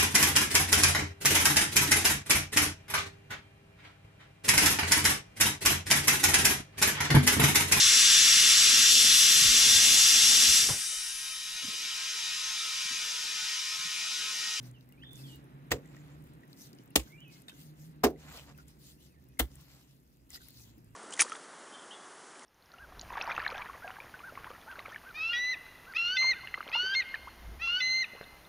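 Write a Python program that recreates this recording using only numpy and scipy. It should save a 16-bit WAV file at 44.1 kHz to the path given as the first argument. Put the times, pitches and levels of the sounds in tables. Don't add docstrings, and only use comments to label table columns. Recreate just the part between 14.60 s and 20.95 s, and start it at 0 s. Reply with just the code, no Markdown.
import sys
import numpy as np
from scipy import signal
from scipy.fft import rfft, irfft, next_fast_len
from scipy.io import wavfile
from scipy.ndimage import uniform_filter1d, map_coordinates

SR = 44100
rng = np.random.default_rng(int(sys.argv[2]) if len(sys.argv) > 2 else 0)


def elevation(decibels):
    levels = np.asarray(decibels, float)
    return 10 ** (levels / 20)


def dump(signal):
    limited = np.clip(np.atleast_2d(signal).T, -1, 1)
    pcm = np.round(limited * 32767).astype(np.int16)
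    wavfile.write(sys.argv[1], SR, pcm)


N = 280035


def unit(x):
    return x / np.sqrt(np.mean(x ** 2) + 1e-20)


def along(points, hz):
    f, v = np.transpose(points)
    return np.interp(np.log(hz + 1), np.log(f + 1), v)


def curves(rows):
    s, *cols = np.transpose(rows)
    return [np.interp(np.arange(N) / SR, s, c) for c in cols]


def wobble(rate, size=N):
    knots = rng.standard_normal(int(size * rate / SR) + 4)
    return map_coordinates(knots, [np.arange(size) * rate / SR])


def filtered(x, response):
    size = x.shape[-1]
    m = next_fast_len(size + min(4096, size))
    return irfft(rfft(x, m) * response(np.fft.rfftfreq(m, 1 / SR)), m)[..., :size]


def lead(x, samples):
    sides = np.array([[1], [-1]])
    return filtered(x, lambda hz: np.exp(1j * np.pi * hz * samples / SR * sides))


def rush(spectrum, alike, size, grit_db):
    roughness = unit(uniform_filter1d(rng.standard_normal(size), size=24))
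    grit = elevation(grit_db * np.clip(roughness, -3, 3))
    pair = grit * rng.standard_normal((2, size))

    def mid_side(hz):
        turn = np.arccos(np.clip(along(alike, hz), -1, 1)) / 2
        return elevation(along(spectrum, hz)) * [np.cos(turn), np.sin(turn)]

    mid, side = filtered(pair, mid_side)
    return unit(np.array([mid + side, mid - side]))


def patchy(x, depth_db):
    z = signal.stft(x, nperseg=256)[2]
    field = uniform_filter1d(rng.standard_normal(z.shape[1:]), size=9, axis=0)
    field = uniform_filter1d(field, size=14, axis=1)
    return unit(signal.istft(z * elevation(depth_db * unit(field)), nperseg=256)[1][:, :N])


def add(out, s, x):
    part = out[:, round(s * SR):][:, :x.shape[-1]]
    part += x[..., :part.shape[-1]]


# touch_s, slide_s, crush_s, crush_db, slide_db
JABS = [
    (1.107, 0.0085, 0.0094, -25.5, -12),
    (2.3556, 0.0012, 0.007, -17.5, -19),
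    (3.4341, 0.0022, 0.015, -24, -9.5),
    (4.79, 0.0039, 0.01, -24.5, -14),
]
# freq_hz, density_db
CRUSH_COLOUR = [
    [(410, -12.5), (700, -10), (1440, -12), (1920, -10.5), (3370, -14.5), (6230, -19), (7590, -15),
     (8650, -25.5), (16000, -26)],
    [(410, -26), (700, -4.5), (1420, -14), (2660, -2.5), (4050, -7.5), (5330, -8), (5690, -12), (6830, -7),
     (16000, -17)],
    [(410, -25), (700, -6), (2490, -21), (2840, -21), (3280, -24.5), (5760, -22.5), (9730, -32),
     (13000, -27), (16000, -32)],
    [(410, -37), (700, -8.5), (2130, -3), (2490, -15), (3200, -2), (4920, -13.5), (7690, -12), (8420, -13),
     (16000, -9)],
]
# freq_hz, density_db
THUD_COLOUR = [
    [(65, -21.5), (110, 7), (194, -3), (462, 7), (748, -7), (800, -13), (1100, -15.5), (1430, -25.5),
     (2420, -120)],
    [(65, -34.5), (110, -10.5), (324, -5), (524, -3.5), (648, -18), (1020, -25), (1100, -15), (1430, -47),
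     (2420, -120)],
    [(65, -54), (110, -32), (242, 1.5), (453, 3.5), (582, -9), (748, -8), (1100, -35), (1430, -52.5),
     (2420, -120)],
    [(65, -52), (110, -5), (178, -12), (257, -10), (340, -11), (480, -17.5), (1100, -28), (1430, -51.5),
     (2420, -120)],
]
# pitch_hz, level_db, t60_s
RING_MODES = [
    [(275.15, -1.5, 0.13), (483, -6, 0.2), (760, -13, 0.025), (1900, 15, 0.028)],
    [(170, -7, 0.08), (313.2, -5, 0.13), (407, 0.5, 0.064), (660, 1.5, 0.022)],
    [(245.6, 1, .1), (295.7, -7, 0.1465), (331.2, -10.5, 0.12), (409.4, -6.5, 0.22), (449, -5, 0.17),
     (528.5, -1, .1), (690, 0.5, 0.063)],
    [(250, -5, 0.06), (470, -1.5, 0.052), (746, 4, 0.017)],
]
# ring_db, thud_db, thud_t60_s, thud_delay_s, spray_db
AFTERMATH = [
    (-31, -35, 0.18, 0.002266, -9),
    (-25, -28, 0.11, 0.0017, -11.5),
    (-19, -23.5, 0.2, 0.0011, -6.5),
    (-22.5, -38.5, 0.14, 0.00503, -6),
]
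# pitch_hz, level_db, t60_s
HANDLE_MODES = [(727, -8, .1), (915, -14.5, .11), (1100, -9.5, .065), (1242, -12, .07)]
HANDLE_DRIVE = [-1.5, -10, 0.5, -12]
# freq_hz, likeness (0 to 1)
NEAR_ALIKE = [(300, 0.99), (1000, 0.8), (4000, 0.33), (10000, 0.038)]


def jabs():
    out, t = np.zeros((2, N)), np.arange(SR // 2) / SR
    blows = zip(JABS, CRUSH_COLOUR, THUD_COLOUR, RING_MODES, AFTERMATH, HANDLE_DRIVE)
    for jab, colour, dull, modes, aftermath, drive_db in blows:
        s, slide, crush, db, slide_db = jab
        ring_db, thud_db, thud_t60, delay, spray_db = aftermath

        after = np.maximum(t - slide - crush, 0)
        knots = np.cumsum([0, slide, .0012, 0.26 * crush, 0.83 * crush])
        burst = np.interp(t, knots, [0.47 * elevation(slide_db), elevation(slide_db), .7, 1.3, .6])
        burst = burst * elevation(-60 * after / 0.039)
        add(out, s, elevation(db) * burst * rush(colour, NEAR_ALIKE, len(t), grit_db=1.5))

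        spray = elevation(spray_db - 60 * after / .12 + 2.5 * wobble(140, size=len(t))) * (t > slide)
        loose = rush(colour, NEAR_ALIKE, len(t), grit_db=4)
        loose = filtered(loose, lambda hz: 1 / (1 + (hz / 14000) ** 2))
        add(out, s, elevation(db) * spray * loose)

        ring = np.zeros(len(t))
        for hz, level, t60 in modes + [(hz, level + drive_db, t60) for hz, level, t60 in HANDLE_MODES]:
            fade = elevation(level - 60 * t / t60 + 2.1 * wobble(60, size=len(t)))
            build = (1 - np.exp(-t * hz / 0.27)) ** 2
            ring += fade * build * np.sin(2 * np.pi * (hz * t + rng.random()))
        thud = elevation(thud_db - 60 * after / thud_t60) * (1 - np.exp(-t / 0.00059))
        thud = thud * rush(dull, NEAR_ALIKE, len(t), grit_db=-2.0)
        add(out, s + slide + delay, elevation(ring_db) * ring + thud)
    return out


# pitch_hz, level_db, peak_s
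BOUNCE = [
    (63, -36, 0.015),
    (63.3, -33, 0.025),
    (71.1, -35.5, 0.0233),
    (61.4, -28, 0.0236),
]


def bounce():
    out, t = np.zeros((2, N)), np.arange(SR // 3) / SR
    for (s, slide, *_), (hz, db, peak) in zip(JABS, BOUNCE):
        swell = (t / peak * np.exp(1 - t / peak)) ** 2
        swing = np.sin(2 * np.pi * (hz * t + rng.random()))
        add(out, s + slide + 0.0051, elevation(db) * swell * swing)
    return lead(out * elevation([[-.7], [.7]]), samples=38)


# start_s, length_s, cloth_db, earth_db
STROKES = [(.0, 0.11, -64, -63), (0.507, 0.27, -60, -88), (1.204, 0.4, -84, -64), (1.636, 0.074, -76, -71),
           (1.878, 0.087, -72, -71.5), (1.961, 0.14, -58, -75), (2.116, 0.15, -91, -73),
           (2.395, 0.16, -65.5, -72.5), (2.69, 0.14, -63.5, -71), (2.879, 0.029, -57, -56),
           (2.915, 0.19, -61, -101), (3.152, 0.17, -66, -90.5), (3.572, 0.14, -65.5, -58),
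           (3.672, 0.18, -59, -53), (3.862, 0.073, -81, -59.5), (3.95, 0.088, -74, -69),
           (4.066, 0.052, -66, -70.5), (4.186, 0.17, -60.5, -76.5), (4.384, 0.12, -68, -85),
           (4.858, 0.29, -67.5, -70), (5.069, 0.22, -70.5, -68), (5.271, 0.1, -76.5, -79),
           (5.691, 0.057, -57.5, -71.5), (5.729, 0.051, -50.5, -64.5), (5.759, 0.2, -63.5, -71),
           (5.92, 0.19, -61.5, -74.5), (6.09, .1, -101, -75.5)]
# freq_hz, density_db
CLOTH_COLOUR = [(880, -49), (1500, -20.5), (2100, -3.5), (2300, -16.5), (2570, -3.5), (3260, -0.5),
                (4910, 1), (8740, -4.5), (15100, -5), (16200, -24)]
# freq_hz, density_db
EARTH_COLOUR = [(300, -25.5), (480, -2), (1200, -2.5), (2200, -4), (3800, -8.5), (5600, -15), (7500, -8),
                (8700, -24.5), (16000, -45)]
SWELL, TRAIL = .47, 0.21
RESTLESS_DB, LINGER_DB, LINGER_S = -79, -21.5, 0.27


def stirring():
    effort = np.zeros((2, N))
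    for s, length, cloth_db, earth_db in STROKES:
        end = (1 + TRAIL) * length
        t = np.arange(round(end * SR)) / SR
        phase = np.interp(t, [0, SWELL * length, end], [np.pi / 8, np.pi / 2, 0])
        add(effort, s, elevation([[cloth_db], [earth_db]]) * np.sin(phase) ** 2)
    linger = signal.lfilter([1], [LINGER_S * SR, 1 - LINGER_S * SR], effort[0] + effort[1])
    effort[0] += elevation(RESTLESS_DB) + elevation(LINGER_DB) * linger
    cloth = patchy(rush(CLOTH_COLOUR, [(2000, 0.48), (10000, 0.1)], N, grit_db=2.5), depth_db=3)
    earth = patchy(rush(EARTH_COLOUR, NEAR_ALIKE, N, grit_db=3.8), depth_db=2.5)
    return effort[0] * elevation(0.44 * wobble(32)) * cloth + effort[1] * elevation(1.5 * wobble(27)) * earth


# start_s, peak_db, centre_hz
CRACKS = [
    (1.1156, -32, 6740),
    (1.118, -25, 4770),
    (2.356, -18, 6610),
    (3.4386, -23.5, 5620),
    (4.793, -37, 7120),
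    (4.7937, -17.5, 10000),
]
# start_s, peak_db, centre_hz
CRUMBS = [(0.1123, -50.5, 8100), (0.29, -52, 14400), (0.3232, -52, 11500), (0.532, -42, 10100),
          (0.5566, -44, 6900), (1.258, -53.5, 7450), (1.6405, -54, 12800), (1.7357, -55.5, 9530),
          (1.93, -44.5, 4425), (1.9734, -54, 5020), (2.1307, -45, 4900), (2.186, -51, 5140),
          (2.434, -47, 6680), (2.6045, -52, 6330), (2.8196, -49.5, 9660), (3.5978, -53, 6620),
          (3.7733, -37, 4956), (3.9776, -47, 14800), (4.0816, -47, 8300), (4.955, -45.5, 9040),
          (5.011, -52, 12480), (5.7038, -40, 7370), (5.746, -39, 4640), (5.8849, -41.5, 12100),
          (5.906, -49, 11940), (6.181, -54.5, 14600), (6.245, -54.5, 10100)]
# start_s, peak_db, centre_hz
MORE_CRUMBS = [(0.0298, -50, 15100), (0.2094, -52, 4100), (0.7581, -49, 15400), (0.8415, -57, 9660),
               (1.2744, -57, 7500), (1.3653, -52, 6380), (1.6227, -57, 10600), (1.6696, -55, 11800),
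               (1.6994, -62, 4020), (1.7444, -61, 7230), (1.8094, -67, 4807), (1.8776, -58, 11000),
               (2.1494, -56, 7990), (2.2358, -55, 12520), (2.2588, -53, 13900), (2.2764, -57, 6890),
               (2.3052, -53, 10900), (2.6808, -53, 12500), (2.7257, -54.5, 7970), (3.5049, -49, 14830),
               (3.7184, -55, 7090), (3.8701, -56, 5530), (3.894, -53, 5490), (4.6399, -56, 14830),
               (4.6872, -55, 12800), (4.9153, -56, 4000), (5.116, -58, 7280), (5.8162, -53, 7220),
               (6.1365, -63, 4857)]


def crumbs():
    out, t = np.zeros((2, N)), np.arange(400) / SR
    faint = rng.random((220, 3)) * [(N - 500) / SR, 10, 9000] + [0, -74, 6000]
    for s, db, hz in [*CRACKS, *CRUMBS, *MORE_CRUMBS, *faint]:
        snap = filtered(rng.standard_normal((2, len(t))), lambda f: np.exp(-(np.log((f + 1) / hz) / .3) ** 2))
        wide = filtered(rng.standard_normal((2, len(t))), lambda f: f > 3500)
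        body = elevation(-60 * t / 0.012) * (1 - np.exp(-t / 0.00063)) * unit(snap[0] + .6 * snap)
        tick = .5 * elevation(-60 * t / .005) * unit(wide[0] + .6 * wide)
        add(out, s, elevation(db - 2.5 + np.array([[1.5], [-1.5]])) * (body + tick))
    return out


# start_s, peak_db, pitch_hz
PLINKS = [(0.2992, -60, 1970), (0.3234, -52.5, 2830), (0.435, -41.5, 1860), (1.254, -53, 1980),
          (1.3671, -47, 1900), (1.8335, -47, 1900), (2.187, -53.5, 2965), (2.307, -55, 2720),
          (2.4721, -52, 1520), (2.7684, -55, 4130), (2.919, -50, 1490), (3.56, -56.5, 2040),
          (3.9475, -56, 2625), (3.985, -46, 1437), (3.998, -48, 1420), (4.772, -56, 2050),
          (5.7063, -53, 2040), (5.74, -56.5, 1950), (5.7544, -44.5, 1400), (5.758, -48, 1940),
          (5.775, -48, 1924), (5.806, -51, 1497), (5.818, -51.5, 1495), (5.885, -59.5, 2050),
          (6.0, -59, 2526), (6.04, -63, 2017)]
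# start_s, peak_db, pitch_hz
BOOTS = [
    (2.133, -44.5, 310),
    (2.195, -46.5, 285),
    (5.099, -65, 276),
    (6.176, -49, 288),
]
# start_s, peak_db, pitch_hz
CLACK = [
    (2.883, -35.5, 3660),
    (2.887, -50, 3700),
    (2.885, -49.5, 1900),
    (2.895, -42, 3150),
    (2.895, -45, 2590),
]
DRIPS, DRIP_HZ, DRIP_SPREAD_HZ, DRIP_DB = 170, 1930, 70, -8.5


def plinks():
    out, t = np.zeros((2, N)), np.arange(SR // 16) / SR
    when, size = rng.random(DRIPS) * (N / SR - .1), rng.standard_normal((DRIPS, 2))
    drip_db = DRIP_DB + np.interp(when, *np.transpose(CARRY)) + 2 * size[:, 0]
    drips = zip(when, drip_db, DRIP_HZ + DRIP_SPREAD_HZ * size[:, 1])
    for s, db, hz in [*PLINKS, *BOOTS, *CLACK, *drips]:
        drift = 0.059 * np.cumsum(rng.standard_normal(len(t)))
        dull_noise = filtered(rng.standard_normal(len(t)), lambda f: f < 3 * hz)
        tap = 0.32 * elevation(-60 * t / 0.0058) * dull_noise
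        fade = elevation(-60 * t / (.018 + 12 / hz)) * (1 - np.exp(-t / 0.0011))
        add(out, s, elevation(db + 2.0) * (tap + fade * np.sin(2 * np.pi * hz * t + drift)))
    return out


# start_s, length_s, first_pitch_hz, last_pitch_hz, level_db
CHIRPS = [(.135, .055, 3400, 2720, -60), (.33, .03, 2200, 2250, -66), (.37, .055, 2250, 2650, -59),
          (.412, .12, 2550, 3520, -50), (.51, .08, 3520, 3560, -58), (.58, .03, 2900, 2500, -57),
          (.59, .03, 2600, 3500, -62), (.632, .045, 3600, 3200, -51), (.665, .035, 4450, 4250, -58),
          (.675, .095, 3250, 2880, -55), (.71, .04, 2800, 4000, -55), (2.495, .05, 2050, 2180, -59),
          (2.52, .085, 2150, 2380, -55), (2.6, .06, 2300, 2380, -64), (2.572, .1, 2600, 2950, -56),
          (2.6, .05, 2950, 3350, -59), (2.628, .05, 3150, 2550, -58), (2.66, .06, 2650, 2500, -56),
          (2.65, .125, 2900, 2950, -66), (2.69, .1, 2600, 2150, -65), (2.71, .13, 2550, 2560, -72),
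          (4.37, .1, 2550, 3000, -73), (4.495, .055, 2750, 2450, -73), (4.535, .06, 2500, 1800, -70),
          (4.66, .03, 2600, 2950, -73), (4.685, .07, 2450, 2550, -74), (6.25, .1, 2300, 2750, -77)]
ATTACK_S, RELEASE_S, GLIDE_S, NOTE_SAG_DB, BIRD_DB = .014, .012, .045, -8, -1


def bird():
    song = np.zeros((1, N))
    for s, length, first_hz, last_hz, db in CHIRPS:
        t = np.arange(round(length * SR)) / SR
        flutter_db = 2 * wobble(130, size=len(t)) + 1.2 * wobble(40, size=len(t))
        waver = .018 * wobble(420, size=len(t))
        fade = np.clip(np.minimum(t / ATTACK_S, (length - t) / RELEASE_S), 0, 1)
        fade = fade * elevation(NOTE_SAG_DB * t / length)
        glide = (1 - np.clip(t / min(length, GLIDE_S), 0, 1)) ** 2
        hz = last_hz + (first_hz - last_hz) * glide
        whistle = np.sin(2 * np.pi * np.cumsum(hz * (1 + waver)) / SR)
        add(song, s, fade * elevation(db + BIRD_DB + flutter_db) * whistle)
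    return song * elevation([[-1.2], [1.2]])


# freq_hz, t60_s
HUT_DECAY = [(200, 0.12), (2000, 0.048), (10000, 0.18)]


def hut(x, linger):
    hz, t, z = signal.stft(rng.standard_normal((2, SR // 2)), SR, nperseg=256)
    decay = elevation(-60 * t / (linger * along(HUT_DECAY, hz)[:, None]))
    tail = signal.istft(z * decay, SR, nperseg=256)[1]
    delayed = np.pad(x, ((0, 0), (300, 0)))
    return signal.fftconvolve(delayed, tail / np.linalg.norm(tail[0]), axes=1)[:, :N]


# time_s, firing_rate_hz, firing_db, lope_db
ENGINE = [(0, 127, -44.5, -62), (.4, 123.6, -64, -71), (.65, 132.3, -44.5, -61), (.85, 134.6, -59, -67.5),
          (1.1, 140.1, -51, -74.5), (1.7, 150.5, -47, -60), (1.9, 152, -84, -89.5),
          (2.65, 153.4, -55.5, -77.5), (2.9, 153.1, -71, -77), (3.1, 153.5, -50.5, -67.5),
          (3.7, 147.1, -54, -60), (4.5, 138.7, -64, -67), (4.95, 134.4, -56.5, -59),
          (5.3, 136.4, -66.5, -76), (5.7, 124.7, -71.5, -68), (6, 116.9, -58.5, -63.5),
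          (6.35, 112.3, -56.5, -67.5)]
# time_s, level_db
CARRY = [(0, -60.5), (.26, -64), (.63, -58.5), (2.78, -62), (3.61, -63), (4.6, -67), (5.02, -66),
         (5.27, -69.5), (6.35, -66)]
# freq_hz, density_db
DRONE_COLOUR = [(53, -41), (90, -13), (102, -18.5), (116, -7), (139, -1), (206, -10.5), (273, -7),
                (703, -30.5), (1000, -31.5), (1300, -67), (2200, -120)]
# freq_hz, density_db
RUMBLE_COLOUR = [(13, -57), (22, -16), (54, 0.5), (72, 1), (92, -21), (110, -20), (140, -56.5), (240, -120)]
# freq_hz, density_db
STREAM_COLOUR = [(290, -28.5), (500, -3.5), (953, -6.5), (1960, -9.5), (3470, -19), (4010, -19),
                 (4500, -37.5), (5000, -31.5), (6500, -69), (11000, -120)]
# freq_hz, likeness (0 to 1)
FAR_ALIKE = [(60, 0.69), (200, .93), (700, 0.85), (2000, 0.29)]
STREAM_DB, STREAM_GROWS, RUMBLE_DB, RUMBLE_GROWS = -71.5, 1.3, -68.5, 0.5


def valley():
    hz, firing_db, half_db = curves(ENGINE)
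    drone_db, = curves(CARRY)
    stream_db = STREAM_DB + STREAM_GROWS * (drone_db - drone_db.mean())
    rumble_db = RUMBLE_DB + RUMBLE_GROWS * (half_db - half_db.mean())
    tone = np.zeros(N)
    orders = [(1, firing_db), (.5, half_db), (2, firing_db - 12.0), (3 / 2, half_db - 6.0)]
    for order, db in orders:
        phase = 2 * np.pi * np.cumsum(order * hz * (1 + .03 * wobble(25))) / SR
        tone += elevation(db - 1.5 + 2.7 * wobble(12)) * np.sin(phase)
    drone = elevation(drone_db + 4.0 + 0.42 * wobble(1.0)) * rush(DRONE_COLOUR, FAR_ALIKE, N, grit_db=0.8)
    stream = elevation(stream_db + 0.5 + 0.42 * wobble(14)) * rush(STREAM_COLOUR, FAR_ALIKE, N, grit_db=1.5)
    rumble = elevation(rumble_db + 1.3 * wobble(4)) * rush(RUMBLE_COLOUR, FAR_ALIKE, N, grit_db=2.0)
    return tone + drone + stream + rumble


# freq_hz, density_db
HISS_COLOUR = [(1180, -48), (2000, -34.5), (2490, -2), (3300, -13.5), (5120, -33.5), (6480, -10),
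               (8660, -18), (11800, -5.5), (16300, -17.5)]


def hiss():
    return elevation(-83) * rush(HISS_COLOUR, [(2000, 0.93)], N, grit_db=8)


def scene():
    blows, song, taps = jabs(), bird(), plinks()
    near = blows + elevation(-19) * hut(blows, linger=.8) + stirring() + crumbs()
    echoes = elevation(-6) * hut(taps, linger=1.2) + elevation(-2) * hut(song, linger=2.8)
    far = valley() + song + taps + echoes
    return lead(near, samples=5.5) + lead(far, samples=19) + bounce() + hiss()


def roll_off(x):
    return signal.sosfilt(signal.butter(12, 16970, fs=SR, output="sos"), x)


# freq_hz, left_over_right_db
LEFT_PORT = [(200, -1), (1300, -1.5), (4400, 0), (8000, 1), (15000, 12.5)]


def record(dry):
    def port_response(hz):
        top = elevation(along([(15700, 0), (16100, -25.0), (16900, -70.5)], hz))
        bass_cut = 1 / (1 + (34 / (hz + 1)) ** 6)
        return top * bass_cut * elevation(along(LEFT_PORT, hz) * np.array([[.5], [-.5]]))

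    mix = filtered(dry, port_response)
    return roll_off(mix)


dry = scene()
out = record(dry)
dump(out)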